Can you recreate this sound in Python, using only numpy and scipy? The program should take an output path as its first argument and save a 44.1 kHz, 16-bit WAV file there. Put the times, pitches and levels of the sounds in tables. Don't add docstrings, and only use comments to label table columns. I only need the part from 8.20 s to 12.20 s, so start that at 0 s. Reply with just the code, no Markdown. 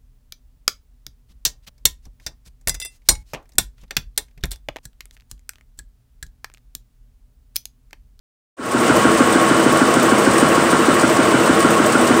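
import sys
import numpy as np
from scipy import signal
from scipy.fft import rfft, irfft, next_fast_len
from scipy.io import wavfile
from scipy.ndimage import uniform_filter1d, map_coordinates

SR = 44100
rng = np.random.default_rng(int(sys.argv[2]) if len(sys.argv) > 2 else 0)


def field_ratio(decibels):
    return 10 ** (np.asarray(decibels, dtype=float) / 20)


def output_pcm(signal):
    pcm = np.clip(np.atleast_2d(signal).T, -1, 1) * 32767
    wavfile.write(sys.argv[1], SR, np.round(pcm).astype(np.int16))


N = 176400

# frequency in Hz, relative level in dB.
ROAR_COLOUR = [(25, -39), (45, -22), (65, -25), (120, -10.5), (190, -10), (260, -8), (330, -8.5), (420, -6),
               (640, -8.5), (880, -13), (1090, -9), (1360, -11.5), (2390, -21), (2970, -23.5), (4210, -29),
               (6660, -31), (8490, -25.5), (9800, -35), (11400, -53), (13500, -45), (15800, -45)]
# frequency in Hz, mean rms level in dB, waver of the pitch in Hz.
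WHINE_TONES = [(2993.5, -38.5, 2), (2871, -47, 1.5), (1100.4, -29.5, 2.5), (333, -29, 2.5), (243, -31, 2),
               (209.6, -31, 1.5), (7870, -46, 30), (13620, -60, 60)]
# start in seconds after the beat, length in seconds,
# level before colouring in dB on even picks, the same on odd picks, brightness from 0 to 1.
RATTLE_FLURRIES = [(.001, .004, -51, -50, .1), (.029, 0.019, -23, -22, 0.1), (0.04, .014, -33, -36, 0.6),
                   (0.052, 0.022, -22, -22.5, 0.56), (0.056, 0.0058, -33, -36, 0.6),
                   (0.083, .022, -28, -32, .7), (0.094, .014, -31, -28, 0.7),
                   (.112, 0.017, -20.5, -25.5, 0.28), (0.119, 0.021, -21, -18.5, 0.17)]
# start in seconds, level before colouring in dB, brightness from 0 to 1.
LOUD_SNAPS = [(1.125, -8, 0), (1.572, -8.5, 0.4), (1.7389, -10, 0.2), (1.7964, -12, 0.3),
              (2.1812, -2.5, 0.1), (2.4075, -15, 0.3), (2.4394, -18, 0.5), (2.745, -17, 0.4),
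              (2.795, -5, 0.1), (3.051, -17, 0.5), (3.402, -5.5, 0.2), (3.5098, -22, 0.5),
              (3.6618, -8, 0.5), (3.781, -12, 0.1)]
# frequency in Hz, relative level in dB.
DULL_COLOUR = [(1500, -30), (3000, -14), (5000, -10.5), (7000, -15), (8500, -2), (10000, -16), (12000, -48),
               (15500, -22)]
BRIGHT_COLOUR = [(2500, -57), (5000, -8), (8500, -5), (10500, -12), (11800, -12.5), (13300, -8.5),
                 (15500, -10)]
# start in seconds after the beat, pitch in Hz, length in seconds,
# level in dB on even picks, level in dB on odd picks.
KNOCKED_PARTS = [(-.008, 1550, 0.011, -18, -17), (0.0194, 1365, .018, -21, -18),
                 (.008, 940, 0.018, -24.5, -25), (.062, 1105, 0.022, -22.5, -19.5),
                 (.11, 1095, 0.032, -20.5, -18), (.05, 625, 0.028, -19.5, -19),
                 (.056, 336, 0.04, -14.5, -17.5), (.084, 333, 0.026, -17, -14), (.03, 250, .026, -19, -18),
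                 (.09, 2730, .012, -26, -29), (.08, 1900, 0.013, -26.5, -24),
                 (0.0643, 455, 0.029, -19, -19.5), (0.13, 510, 0.015, -23, -20.5),
                 (-.004, 1400, 0.016, -14.5, -20), (.005, 1450, .024, -24, -26.5),
                 (0.034, 3580, 0.02, -38, -32)]
WEAVE_BEAT_DB = [0.5, -1.5, -2.5, -1]
# frequency in Hz, level in dB, time to fall by 60 dB in seconds.
FRAME_MODES = [(238.4, -7, 0.075), (209.7, -25, 0.32), (269, -8, 0.071), (445, -24, 0.11), (133, -19, 0.14),
               (77, -28.5, 0.31)]

FIRST_BEAT_S, PICK_S, PICKS = 0.394, 0.15268, 24


def unit(x):
    return x / np.sqrt(np.mean(x ** 2) + 1e-20)


def along(points, hz):
    point_hz, point_db = np.transpose(points)
    return field_ratio(np.interp(np.log(hz + 1), np.log(point_hz + 1), point_db, left=-120, right=-120))


def filtered(x, response):
    size = next_fast_len(N + SR // 2)
    return irfft(rfft(x, size) * response(np.fft.rfftfreq(size, 1 / SR)), size)[..., :N]


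def wobble(rate):
    knots = rng.standard_normal(int(N * rate / SR) + 4)
    return map_coordinates(knots, [np.arange(N) * rate / SR])


def beats():
    return FIRST_BEAT_S + PICK_S * np.arange(-2, PICKS + 1)


def bursts(after_s, length_s, even_db, odd_db, scatter_db):
    jitter_s = 0.0015
    env = np.zeros(N + SR)
    u = np.linspace(0, 10, max(int(2.5 * length_s * SR), 8))
    shape = (u / 2 * np.exp(1 - u / 2)) ** 2
    for k, beat_s in enumerate(beats()):
        db = (even_db, odd_db)[k % 2] + scatter_db * rng.standard_normal()
        start = round((beat_s + after_s + jitter_s * rng.standard_normal()) * SR)
        env[start:][:len(u)] += field_ratio(db) * shape
    return env[:N]


def roar(patchy_db):
    level_db = -15.5
    z = signal.stft(rng.standard_normal(N), nperseg=256)[2]
    patches = uniform_filter1d(rng.standard_normal(z.shape), 5, 0)
    patches = uniform_filter1d(patches, 7, 1)
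    noise = signal.istft(z * field_ratio(patchy_db * unit(patches)), nperseg=256)[1][:N]
    return field_ratio(level_db) * unit(filtered(noise, lambda f: along(ROAR_COLOUR, f)))


def whine():
    flutter_db = 2.5
    out = np.zeros(N)
    for hz, db, waver_hz in WHINE_TONES:
        level = np.sqrt(2) * field_ratio(db + flutter_db * wobble(9))
        turns = np.cumsum(hz + waver_hz * wobble(25)) / SR
        out += level * np.sin(2 * np.pi * turns)
    return out


def room(x):
    t60_s = 0.083
    t = np.arange(SR // 3) / SR
    tail = rng.standard_normal(len(t)) * field_ratio(-60 * t / t60_s)
    return signal.fftconvolve(np.pad(x, (500, 0)), tail / np.linalg.norm(tail))[:N]


def rattles():
    ticks_per_s, tick_spread_db, scatter_db = 3000, 2.8, 1.7
    snap_t60_s, snap_rise_s = 0.028, 0.0017
    dull, bright = np.zeros((2, N))
    for after_s, length_s, even_db, odd_db, brightness in RATTLE_FLURRIES:
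        ticks = (rng.random(N) < ticks_per_s / SR) * field_ratio(tick_spread_db * rng.standard_normal(N))
        decays = np.convolve(ticks, np.exp(-np.arange(100) / 25), "same")
        flurry = unit(decays * rng.standard_normal(N))
        flurry = flurry * bursts(after_s, length_s, even_db, odd_db, scatter_db)
        dull += (1 - brightness) * flurry
        bright += brightness * flurry
    t = np.arange(SR // 50) / SR
    for start_s, db, brightness in LOUD_SNAPS:
        envelope = field_ratio(db - 60 * t / snap_t60_s) * (1 - np.exp(-t / snap_rise_s))
        snap = envelope * rng.standard_normal(len(t))
        start = round(start_s * SR)
        dull[start:][:len(t)] += (1 - brightness) * snap
        bright[start:][:len(t)] += brightness * snap
    dull = filtered(dull, lambda f: along(DULL_COLOUR, f))
    bright = filtered(bright, lambda f: along(BRIGHT_COLOUR, f))
    return 2 * dull + 2 * bright


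def clunks():
    detune, scatter_db, jitter_s = 0.008, 1.4, 0.0003
    flutters_a_cycle, full_depth, full_depth_hz = 0.25, 0.65, 2400
    out = np.zeros(N + SR)
    for after_s, hz, length_s, even_db, odd_db in KNOCKED_PARTS:
        t = np.arange(int(2.5 * length_s * SR) + 8) / SR
        swell = 3 * t / length_s * np.exp(1 - 3 * t / length_s)
        depth = full_depth * min(hz / full_depth_hz, 1)
        for k, beat_s in enumerate(beats()):
            size, tune, late = rng.standard_normal(3)
            chatter = np.interp(t * flutters_a_cycle * hz, np.arange(40), rng.standard_normal(40))
            tone = (1 + depth * chatter) * np.sin(2 * np.pi * hz * (1 + detune * tune) * t)
            level = field_ratio((even_db, odd_db)[k % 2] + scatter_db * size)
            start = round((beat_s + after_s + jitter_s * late) * SR)
            out[start:][:len(t)] += level * swell * tone
    return out[:N]


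def reed():
    start_hz, end_hz, slacken_s, thump_peak_s = 409, 224, 0.0043, 0.0036
    blow_s, beat_scatter_db, ring_scatter_db = 0.003, 0.8, 2
    out, t = np.zeros(N + SR), np.arange(SR // 4) / SR
    turns = end_hz * t + (start_hz - end_hz) * slacken_s * (1 - np.exp(-t / slacken_s))
    thump = t / thump_peak_s * np.exp(1 - t / thump_peak_s) * np.sin(2 * np.pi * turns)
    soft_onset = 1 - np.exp(-(t / blow_s) ** 2)
    for k, beat_s in enumerate(beats()):
        ring = np.zeros(len(t))
        for hz, db, t60_s in FRAME_MODES:
            decay = field_ratio(db + ring_scatter_db * rng.standard_normal() - 60 * t / t60_s)
            ring += decay * np.sin(2 * np.pi * hz * t)
        gain = field_ratio(WEAVE_BEAT_DB[(k - 2) % 4] + beat_scatter_db * rng.standard_normal())
        out[round(beat_s * SR):][:len(t)] -= gain * (thump + ring * soft_onset)
    return out[:N]


def scene():
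    room_db = -8
    near = clunks() + rattles()
    mix = near + field_ratio(room_db) * room(near) + reed() + roar(patchy_db=0.5) + whine()
    return mix[None]


def low_pass(x):
    return signal.sosfilt(signal.butter(12, 15990, fs=SR, output="sos"), x)


def record(dry):
    ceiling, low_cut_hz, top_hz = 0.93, 40, 15740
    fade_start_s, fade_s = 0.367, 0.31
    x = dry / (1 + np.abs(dry / ceiling) ** 5) ** (1 / 5)
    x = filtered(x, lambda f: (f < top_hz) * (1j * f / (low_cut_hz + 1j * f)) ** 2)
    mix = x * np.clip((np.arange(N) / SR - fade_start_s) / fade_s, 0, 1)
    return low_pass(mix)


dry = scene()
out = record(dry)
output_pcm(out)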